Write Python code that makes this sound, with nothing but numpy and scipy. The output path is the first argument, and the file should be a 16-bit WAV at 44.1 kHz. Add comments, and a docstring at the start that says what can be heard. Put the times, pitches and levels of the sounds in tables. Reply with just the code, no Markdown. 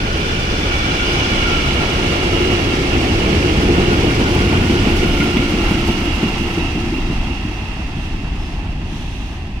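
"""A string of empty open wagons rolls by behind an electric locomotive, from the right to straight ahead.
The steel bodies drum and boom, the rails roar, and wheels ring and sink in pitch as they pass.
A flat wheel thumps once a turn, loose gear clanks, buffers knock and a flange sings in a far curve.
Heard from the bank, with a close ground echo, over a low rumble of ground and air."""
import sys
import numpy as np
from scipy import signal
from scipy.fft import rfft, irfft
from scipy.io import wavfile
from scipy.ndimage import uniform_filter1d, map_coordinates

SR = 44100
rng = np.random.default_rng(int(sys.argv[2]) if len(sys.argv) > 2 else 0)


def write(x):
    x = np.atleast_2d(x).T
    wavfile.write(sys.argv[1], SR, np.round(np.clip(x, -1, 1) * 32767).astype(np.int16))


N = 423360
TIME = np.arange(N) / SR
FREQS = np.maximum(np.arange(N // 2 + 1) * SR / N, 1)
SPEED_M_PER_S, SOUND_M_PER_S, DISTANCE_M = 22, 343, 21

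# hard landings of the flat wheel: t/s, relative peak/dB
HARD_HITS = [(3.685, -8), (3.784, -10), (4.525, -7), (4.698, -2), (4.864, -4), (5.031, -2.5), (5.2, -8),
             (5.368, -5), (5.538, -7.5), (5.711, -3.5), (5.882, -6), (6.055, -12), (6.23, -5),
             (6.408, -8.5), (6.575, -6.5), (6.754, -7.5), (6.923, -9), (7.099, -9.5), (7.27, -16),
             (7.45, -13), (7.794, -18)]
# modes of loose steel gear: f/Hz, width/Hz, level/dB
GEAR_MODES = [(1430, 36, 9), (1590, 39, 11), (2110, 130, 11.5), (2310, 70, 9), (2700, 180, -1),
              (3350, 180, -2)]


def from_db(db):
    """Decibels to gain."""
    return 10 ** (np.asarray(db) / 20)


def rms_one(x):
    """Scale to unit power."""
    return x / np.sqrt(np.mean(x ** 2) + 1e-20)


def in_time(rows):
    """One control curve for each column after t/s."""
    times, *columns = np.transpose(rows)
    return [np.interp(TIME, times, column) for column in columns]


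def over_hz(points):
    """Join (f/Hz, value) points on a log-frequency axis."""
    hz, value = np.transpose(points)
    return np.interp(np.log(FREQS), np.log(hz), value)


def swells(rows):
    """Gain of bell-shaped swells from rows of t/s, half length/s, level/dB."""
    bells = (from_db(db) * np.exp(-.5 * ((TIME - s) / half_s) ** 2) for s, half_s, db in rows)
    return np.sqrt(sum(bell ** 2 for bell in bells))


def drift(rate_hz):
    """Smooth random modulation with a spread of 1."""
    hz = FREQS[:N // 200 + 1]
    spectrum = rfft(rng.standard_normal(2 * len(hz) - 2))
    slow = rms_one(irfft(spectrum / (1 + (hz / rate_hz) ** 2)))
    return np.interp(TIME, np.linspace(0, TIME[-1], len(slow)), slow)


def wavering(hz, wander_hz, rate_hz, flutter_db):
    """A driven mode: one note of unit power whose pitch and level waver."""
    phase = 2 * np.pi * np.cumsum(hz + wander_hz * drift(rate_hz)) / SR
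    return rms_one(from_db(flutter_db * drift(rate_hz)) * np.sin(phase))


def stereo_noise(gain, direct=1):
    """Shaped noise, centred in the bass and wide in the treble; wide throughout at direct=0."""
    # likeness of the two ears: f/Hz, correlation
    likeness = [(30, .999), (120, 0.98), (340, 0.99), (520, 0.63), (760, 0.94), (1150, 0.29), (1520, 0.92),
                (1850, 0.041), (2400, 0.15), (4000, 0.027), (16000, .02)]
    mid, side = rng.standard_normal((2, 2 * len(FREQS)), dtype=np.float32).view(np.complex64)
    alike = np.clip(direct * over_hz(likeness), 0, 1)
    mid, side = mid * (gain * np.sqrt(1 + alike)), side * (gain * np.sqrt(1 - alike))
    return rms_one(irfft(np.array([mid + side, mid - side], dtype=np.complex64), N))


def coloured(points):
    """Stereo noise on a spectrum that dies away above its last point."""
    return stereo_noise(from_db(over_hz(points)) / np.maximum(FREQS / points[-1][0], 1) ** 2)


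def lumpy(colour, evenness):
    """Deep noise whose own slow swells are partly evened out."""
    low = coloured(colour)
    envelope = np.sqrt(uniform_filter1d(np.mean(low ** 2, axis=0), size=SR // 7))
    return low / envelope ** evenness


def resonance(hz, width):
    """Response of one mode, 1 at its top."""
    return 1 / (1 + 1j * ((FREQS ** 2 - hz ** 2) / (FREQS * width)))


def resonate(x, hz, width):
    """Ring one mode, gain 1 at its top."""
    r = np.exp(-np.pi * width / SR)
    feedback = [1, -2 * r * np.cos(2 * np.pi * hz / SR), r * r]
    return signal.lfilter((1 - r * r) / 2 * np.array([1, 0, -1]), feedback, x + 1e-18)


def blows(times, peaks_db, modes, decay_s, knock):
    """Each blow sends a knock and a dying clatter into the modes."""
    out, t = np.zeros((2, N + SR)), TIME[:SR // 4]
    for s, peak_db in zip(times, peaks_db):
        force = rng.standard_normal((2, len(t))) * np.exp(-t / decay_s)
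        force[:, 0] += knock
        hit = sum(from_db(db + rng.normal(0, 2)) * resonate(force, hz, width) for hz, width, db in modes)
        at = round(s * SR)
        out[:, at:at + len(t)] += from_db(peak_db) * hit / np.abs(hit).max()
    return out[:, :N]


def ringing_steel(modes, flutter_db, direct=1):
    """Roughness keeps the steel's modes ringing, each swelling by itself."""
    out = 0
    for hz, width, db, pan_db in modes:
        gain = from_db(db + flutter_db * drift(8))
        band = stereo_noise(np.abs(resonance(hz, width)) ** 2, direct)
        out = out + from_db([[pan_db / 2], [-pan_db / 2]]) * gain * band
    return out


def train_nearness_db(head_abreast_s, tail_abreast_s):
    """A long line of wheels is as loud as the angle it fills: 0 dB for an endless train."""
    head, tail = [np.arctan(SPEED_M_PER_S * (TIME - s) / DISTANCE_M)
                  for s in (head_abreast_s, tail_abreast_s)]
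    return 10 * np.log10((head - tail) / np.pi)


def passing(abreast_s, distance_m):
    """Nearness (1 when abreast) and Doppler ratio of one point of the train."""
    along = SPEED_M_PER_S * (TIME - abreast_s)
    reach = np.hypot(along, distance_m)
    return distance_m / reach, 1 / (1 + SPEED_M_PER_S / SOUND_M_PER_S * along / reach)


def glide(sound, doppler, start_s):
    """Loop a steady sound at unit power from start_s, its speed following the Doppler ratio."""
    heard_at = (start_s * SR + np.cumsum(doppler)) % N
    return np.array([np.interp(heard_at, np.arange(N), side) for side in rms_one(sound)])


def ground_echo(x, share, delay_ms, gap_ms=0.053, soft_hz=1610):
    """A close, dull echo grazes off the ground and hollows the sound; it reaches the left ear first."""
    delays_ms = delay_ms - gap_ms / 2, delay_ms + gap_ms / 2
    echo = np.array([np.interp(TIME - ms / 1000, TIME, side) for ms, side in zip(delays_ms, x)])
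    echo = irfft(rfft(echo) / (1 + (FREQS / soft_hz) ** 2), N)
    return (x + share * echo) / np.sqrt(1 + share ** 2 / 2)


def rumble(drum_db):
    """A bed of ground and air rumble; the wagons shake on their springs, harder as they drum harder."""
    # spectra of the ground and of the springs: f/Hz, level/dB
    ground_colour = [(10, -41), (22, 10), (34, 8), (48, 10), (62, 0), (100, -32), (300, -51)]
    spring_colour = [(40, -26), (58, -2), (70, -2), (83, 2), (97, -2.5), (125, -14), (180, -15)]
    # swells of the deep rumble and of the wagons' rocking: t/s, half length/s, level/dB
    deep_swells = [(1.55, 0.25, -25), (5.0, 0.16, -19), (5.7, 0.21, -25), (7.1, 0.16, -22.5),
                   (8.35, 0.16, -25)]
    rocking = [(0.7, 0.074, -22.5), (4.7, 0.26, -20)]
    swing_db = drum_db - drum_db.mean()
    ground = np.hypot(from_db(-25 + 0.11 * swing_db), swells(deep_swells))
    springs = np.hypot(from_db(-24.5 + 0.58 * swing_db), swells(rocking))
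    return ground * lumpy(ground_colour, evenness=0.27) + springs * lumpy(spring_colour, evenness=0.16)


def flange():
    """A flange rubs the rail in the far curve: each rub hisses and sings thinly, a little to the left."""
    # rubs: t/s, half length/s, hiss/dB, song/dB
    rubs = [(7.297, 0.53, -48, -61), (8.043, 0.076, -43, -66), (8.44, 0.032, -46, -52),
            (8.538, 0.02, -50, -52), (8.478, 0.12, -46, -60), (8.975, 0.065, -41.5, -61),
            (9.15, 0.2, -41.5, -62)]
    # spectrum of the scrape: f/Hz, level/dB
    scrape_colour = [(2000, -4.5), (3300, -1), (3900, 0), (5000, -10), (6200, -1.5), (6900, -12),
                     (9700, -16.5), (11500, -21), (15500, -29)]
    hiss = swells([(s, half_s, db) for s, half_s, db, _ in rubs]) * coloured(scrape_colour)
    note = wavering(hz=5145, wander_hz=48, rate_hz=90, flutter_db=3)
    song = swells([(s, half_s, db) for s, half_s, _, db in rubs]) * note
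    return hiss + from_db([[1.5], [-1.5]]) * song


def rail_song():
    """The rails carry the ringing back from afar: a few wavering notes that outlast the train."""
    # rise and fall of the ringing: t/s, level/dB
    envelope = [(0, -61), (4.5, -50), (6, -42.5), (7.5, -46), (8.4, -54.5), (9.6, -58)]
    # rail modes: f/Hz, width/Hz, level/dB, left over right/dB
    modes = [(1920, 192, -7, 2), (2670, 310, -0.5, -5), (3290, 156, -7, 1)]
    return from_db(in_time(envelope)[0]) * ringing_steel(modes, flutter_db=0.5)


def chains(flicker_db=3.5):
    """Chains on the wagons give a faint, uneven jingle."""
    # spells of jingling: t/s, half length/s, level/dB
    jingles = [(1.12, 0.039, -47), (3.4, 0.88, -62), (5.3, 1.0, -47)]
    flicker = from_db(flicker_db * drift(20))
    return swells(jingles) * flicker * stereo_noise(resonance(hz=10300, width=12000) ** 2)


def chatter(level_db, taps_per_s=55, spread_db=3):
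    """Latches and brake rods tap at random; most taps are small."""
    taps = (rng.random(N) < taps_per_s / SR) * from_db(spread_db * np.minimum(rng.exponential(1, N), 3))
    at, force = np.flatnonzero(taps), np.zeros((2, N))
    out = 0
    for hz, width, db in GEAR_MODES:
        force[:, at] = taps[at] * rng.standard_normal((2, len(at)))
        out = out + from_db(db) * resonate(force, hz, width)
    return from_db(level_db) * rms_one(out)


def contact_hiss(level_db, grit_db=0.98):
    """Treads slip a little on the rail heads: a gritty hiss."""
    # spectrum of the slip: f/Hz, level/dB
    colour = [(2500, -14), (3900, -3.5), (4700, 0.5), (5500, -0.5), (6200, -1.5), (6900, -8), (8000, -11.5),
              (9700, -15.5), (11500, -22.5), (15500, -22.5)]
    return from_db(level_db + grit_db * drift(30)) * coloured(colour)


def treads(level_db):
    """All the rolling treads merge into one broad rush."""
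    # spectrum of the rush: f/Hz, level/dB
    colour = [(1200, -12), (1700, 3), (2050, 1), (2500, 1), (2750, -3), (3300, 0), (3700, -8), (4500, -6.5),
              (7000, -41)]
    return from_db(level_db) * coloured(colour)


def rail_roar(level_db, flutter_db=1.16):
    """Rough steel rolling on steel makes the rails roar."""
    # spectrum of the roar: f/Hz, level/dB
    colour = [(300, -3.5), (500, 1.5), (650, -0.5), (790, -0.5), (950, -4.5), (1120, -6), (1400, -3),
              (1750, -10), (2200, -10.5), (3500, -15.5)]
    # rougher treads go by: t/s, half length/s, level/dB
    roars = [(1.7, 1, -28), (4.1, 0.76, -30)]
    gain = np.hypot(from_db(level_db), swells(roars))
    return gain * from_db(flutter_db * drift(15)) * coloured(colour)


def loco_wheels(abreast_s=0.75, spread_m=65):
    """The locomotive's wheels ring bright and hiss; they are spread out, so their pitch sinks slowly."""
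    # wheel modes: f/Hz, width/Hz, level/dB, left over right/dB
    modes = [(1432, 155, 0, -0.5), (2294, 150, -1, -4), (2914, 390, 1.5, 6), (3440, 190, -1.5, 7),
             (4030, 170, -9, 13), (4750, 190, -8, 12), (5480, 520, -11, 15), (6190, 380, -16.5, 23)]
    # rise and fall of the ringing: t/s, upper modes/dB, lowest mode/dB
    envelope = [(0, -31, -29.5), (0.5, -31, -32), (1.0, -26.5, -29), (1.55, -28, -33), (2.0, -40, -42),
                (2.8, -41, -44), (4, -69, -69)]
    upper_db, lowest_db = in_time(envelope)
    _, doppler = passing(abreast_s, spread_m)
    lowest = glide(ringing_steel(modes[:1], flutter_db=1), doppler, abreast_s)
    upper = glide(ringing_steel(modes[1:], flutter_db=2.2), doppler, abreast_s)
    hiss = from_db(-15) * stereo_noise(resonance(hz=5400, width=350) ** 2)
    return from_db(lowest_db) * lowest + from_db(upper_db) * (upper + hiss)


def wagon_wheels(beam_power=1.84):
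    """Wheel discs radiate sideways: each rough wagon rings out as it comes abreast and drops in pitch."""
    # wheel modes: f/Hz, width/Hz, level/dB, left over right/dB
    modes = [(1382, 110, 8, 2.5), (2225, 170, 5, 0), (2885, 270, 2, -10), (3410, 170, 0, 5),
             (3990, 150, -1.5, -1)]
    # rough wagons come abreast: t/s, level/dB, trim of the lowest mode/dB
    wagons = [(1.65, -30.5, -0.5), (2.35, -31.5, -4), (3.5, -35, -13), (4.25, -37, -10), (5.3, -30, 2.5),
              (6.1, -36.5, -4)]
    lowest = ringing_steel(modes[:1], flutter_db=1, direct=0)
    upper = ringing_steel(modes[1:], flutter_db=2)
    out = 0
    for abreast_s, level_db, lowest_db in wagons:
        near, doppler = passing(abreast_s, DISTANCE_M)
        ring = glide(from_db(lowest_db) * lowest + upper, doppler, abreast_s)
        out = out + from_db(level_db) * near ** beam_power * ring
    return out


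def wheel_zings():
    """A rough stretch of tread comes round and rings a wheel disc: direct close by, else scattered."""
    # zings: t/s, half length/s, level/dB, f/Hz, direct share of the power
    zings = [(1.527, 0.055, -25, 1353, 0), (2.935, 0.019, -30, 1450, 0.76), (3.27, .025, -33, 1460, .9),
             (3.448, .025, -30, 1470, .9), (3.618, .012, -27, 1470, .9), (3.78, 0.034, -29, 1475, .9),
             (3.935, .025, -26, 1470, .95), (4.115, 0.019, -26.5, 1460, .95), (4.265, .03, -25, 1455, .95),
             (4.418, .04, -27, 1446, .9), (4.555, .02, -26.5, 1446, 1), (4.76, .025, -27, 1450, .9),
             (5.045, .013, -30, 1438, 0.7), (5.215, .012, -24, 1405, .4), (5.737, .04, -30, 1387, 0)]
    hz, direct = in_time([(s, hz, direct) for s, _, _, hz, direct in zings])
    straight, *scattered = [wavering(hz, wander_hz=36, rate_hz=45, flutter_db=2) for _ in range(3)]
    ring = np.sqrt(direct) * straight + np.sqrt(1 - direct) * np.array(scattered)
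    return swells([row[:3] for row in zings]) * ring


def buffers(trim_db=-2):
    """Buffers meet with a short, hollow knock."""
    # knocks: t/s, relative peak/dB
    knocks = [(3.6026, -11), (3.78, -15), (4.53, -10), (5.255, -19), (5.885, -13)]
    # modes of buffer and headstock: f/Hz, width/Hz, level/dB
    modes = [(470, 120, -9), (710, 110, 17), (870, 130, 1), (1200, 250, -7)]
    times, db = np.transpose(knocks)
    return blows(times, db + trim_db, modes, decay_s=.014, knock=6.5).mean(axis=0)


def loose_gear():
    """Couplings and doors clang with a rattle of chains; each hard wheel hit jolts them too."""
    # clanks: t/s, clang peak/dB, relative rattle peak/dB
    clanks = [(1.0994, -33, -41), (3.465, -33, -58), (3.6142, -21, -36), (4.102, -18, -39),
              (4.575, -20, -43), (4.8988, -21, -39), (5.033, -15, -40), (5.2031, -11, -42),
              (5.3704, -12.5, -44), (5.8711, -25, -37), (6.4895, -42, -41), (6.9255, -27, -55)]
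    # modes of loose chains: f/Hz, width/Hz, level/dB
    chain_modes = [(8000, 3600, 6), (13000, 3000, -10)]
    clank_s, clang_db, rattle_db = np.transpose(clanks)
    hit_s, hit_db = np.transpose(HARD_HITS)
    clangs = blows(clank_s, clang_db, GEAR_MODES, decay_s=.01, knock=12)[0]
    jolts = blows(hit_s, hit_db - 22, GEAR_MODES, decay_s=.01, knock=2.3)[0]
    rattles = blows(clank_s, rattle_db + 4, chain_modes, decay_s=.045, knock=0)
    return clangs + jolts + rattles


def flat_hits(abreast_s=4.196, turn_s=0.1642, distance_m=30, soft_db=-10.5, scatter_db=2):
    """Times and levels of the flat's landings: one a turn, later and softer from afar, some hard."""
    since_s = turn_s * np.arange(-2, 26)
    reach = np.hypot(SPEED_M_PER_S * since_s, distance_m)
    times = abreast_s + since_s + (reach - distance_m) / SOUND_M_PER_S
    levels = soft_db + 20 * np.log10(reach.min() / reach) + scatter_db * rng.standard_normal(len(times))
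    to_hard_hit_s = np.abs(times[:, None] - np.array(HARD_HITS)[:, 0]).min(axis=1)
    soft_hits = np.column_stack([times, levels])[to_hard_hit_s > turn_s / 2]
    return np.vstack([HARD_HITS, soft_hits]).T


def flat_wheel(hit_s, hit_db, contact_hz=400):
    """A worn flat strikes the rail; the springs soften the blow and the wagon thumps."""
    # modes of a wagon body struck from below: f/Hz, width/Hz, level/dB
    modes = [(188, 54, 13), (226, 16, 10.5), (320, 59, 12.5)]
    thumps = blows(hit_s, hit_db + 3.2, modes, decay_s=.022, knock=34)[0]
    return signal.sosfilt(signal.butter(4, contact_hz, fs=SR, output="sos"), thumps)


def drum_surge(hit_s, hit_db, depth_db=6.5, settle_s=.05):
    """A gain around 1: each hit of the flat stirs the drumming, a hard one more, and it settles again."""
    jolts = np.zeros(N)
    jolts[(hit_s * SR).astype(int)] = from_db(hit_db / 2)
    stirred = signal.lfilter([1], [1, -np.exp(-1 / (settle_s * SR))], jolts)
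    return from_db(depth_db * (stirred - uniform_filter1d(stirred, size=SR // 3)))


def wagon_bodies(level_db, surge, sleeper_hz=56.3, note_share=.65):
    """Empty steel boxes drum as axles cross the sleepers; walls boom on one note, floors below it."""
    # spectrum of the drumming: f/Hz, level/dB
    colour = [(70, -29), (120, 1.5), (170, -1.5), (230, -0.5), (310, -0.5), (390, -1.5), (470, -5),
              (600, -16.5), (1000, -48)]
    # the walls' note, sinking as each wagon goes by: t/s, f/Hz
    wall_pitch = [(1.3, 349.5), (2.3, 358.6), (2.9, 349), (3.4, 358), (4.0, 344.8), (4.9, 353.6),
                  (5.6, 343), (7.2, 343.4)]
    # booms: t/s, half length/s, wall level/dB, floor relative to walls/dB
    booms = [(1.35, 0.68, -30, -4), (2.418, 0.18, -20, -16), (2.95, 0.34, -25.5, -21),
             (3.75, 0.31, -20.5, -3.5), (4.74, 0.53, -23, 1.5), (5.651, 0.57, -24, 0),
             (6.749, 0.49, -28, -0.5)]
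    # floor modes: f/Hz, width/Hz, level/dB
    floor_modes = [(211, 55, -3.5), (288, 70, 0.5)]
    sleeper_phase = 2 * np.pi * np.cumsum(sleeper_hz * (1 + 0.035 * drift(3.6))) / SR
    drum = from_db(level_db) * coloured(colour) * (1 + 0.24 * np.sin(sleeper_phase))
    note = wavering(in_time(wall_pitch)[0], wander_hz=4, rate_hz=8, flutter_db=2.2)
    blur = stereo_noise(resonance(hz=346.2, width=41) ** 2)
    drone = np.sqrt(note_share) * note + np.sqrt(1 - note_share) * blur
    walls = swells([row[:3] for row in booms]) * drone
    floor_shape = sum(from_db(db) * np.abs(resonance(hz, width)) ** 2 for hz, width, db in floor_modes)
    floor_gain = swells([(s, half_s, db + floor_db) for s, half_s, db, floor_db in booms])
    return surge * (drum + floor_gain * stereo_noise(floor_shape)) + walls


def scene():
    """The train moves from the right to straight ahead; each rolling layer fades at its own rate."""
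    # how hard the empty bodies drum: t/s, relative level/dB
    drumming = [(0.0, -25.5), (1.1, -25), (2.7, -21), (3.7, -18), (4.7, -21), (6.1, -25.5), (7.0, -27),
                (7.6, -31), (9.1, -31), (9.6, -34)]
    # direction of the train: t/s, left ear lag/ms, ground echo share, echo delay/ms
    heading = [(0, 0.21, 0.1, 0.7), (1.2, 0.19, 0.13, 0.85), (3, 0.18, 0.05, 1.09),
               (5.2, 0.086, 0.24, 1.06), (6.2, -0.014, 0.42, 1.04), (7.2, -0.053, 0.62, 1.047),
               (9.6, -0.024, 0.92, 1.09)]
    drum_db = in_time(drumming)[0]
    lag_ms, echo_share, echo_ms = in_time(heading)
    near_db = train_nearness_db(head_abreast_s=-0.077, tail_abreast_s=6.34)
    hit_s, hit_db = flat_hits()
    impacts = flat_wheel(hit_s, hit_db) + loose_gear() + wheel_zings() + buffers()
    bodies = wagon_bodies(drum_db + 1, drum_surge(hit_s, hit_db))
    rolling = (rail_roar(level_db=-23.5 + 1.22 * near_db)
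               + treads(level_db=-32 + 1.1 * near_db)
               + contact_hiss(level_db=-31 + 1.58 * near_db))
    ringing = loco_wheels() + wagon_wheels() + rail_song()
    rattling = chatter(level_db=-35 + 2.8 * near_db) + chains()
    left, right = ground_echo(bodies + impacts + rolling + ringing + rattling, echo_share, echo_ms)
    left = map_coordinates(left, [np.arange(N) - lag_ms * SR / 1000], order=3, mode="mirror")
    return np.array([left, right]) + rumble(drum_db) + flange()


def record(dry, fade_s=.003, ceiling=.92, cutoff_hz=15800):
    """Each microphone port adds its own colour; the highest peaks are rounded and the top is cut."""
    # port resonances, left then right: f/Hz, width/Hz, gain/dB
    ports = [
        [(516, 48, -4.5), (1560, 1800, 1.5), (3120, 190, 0), (5970, 620, 0), (8250, 2000, -3.5)],
        [(580, 91, -5), (1350, 340, -2), (2330, 340, 3), (2722, 404, 9.5), (3340, 270, 4), (6430, 700, -11.5),
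         (8360, 4400, 1.5), (14700, 4500, -24)],
    ]
    left, right = [np.prod([1 + (from_db(db) - 1) * resonance(hz, width) for hz, width, db in port], 0)
                   for port in ports]
    left = left * (1 - 2 * resonance(hz=1896, width=660))   # a cavity at the left port turns the phase
    fades = np.minimum(np.minimum(TIME, TIME[::-1]) / fade_s, 1)
    sound = irfft(rfft(dry * fades) * np.array([left, right]), N)
    rounded = sound / (1 + (sound / ceiling) ** 8) ** (1 / 8)
    return irfft(rfft(rounded) / np.sqrt(1 + (FREQS / cutoff_hz) ** 300), N)


dry = scene()
out = record(dry)
write(out)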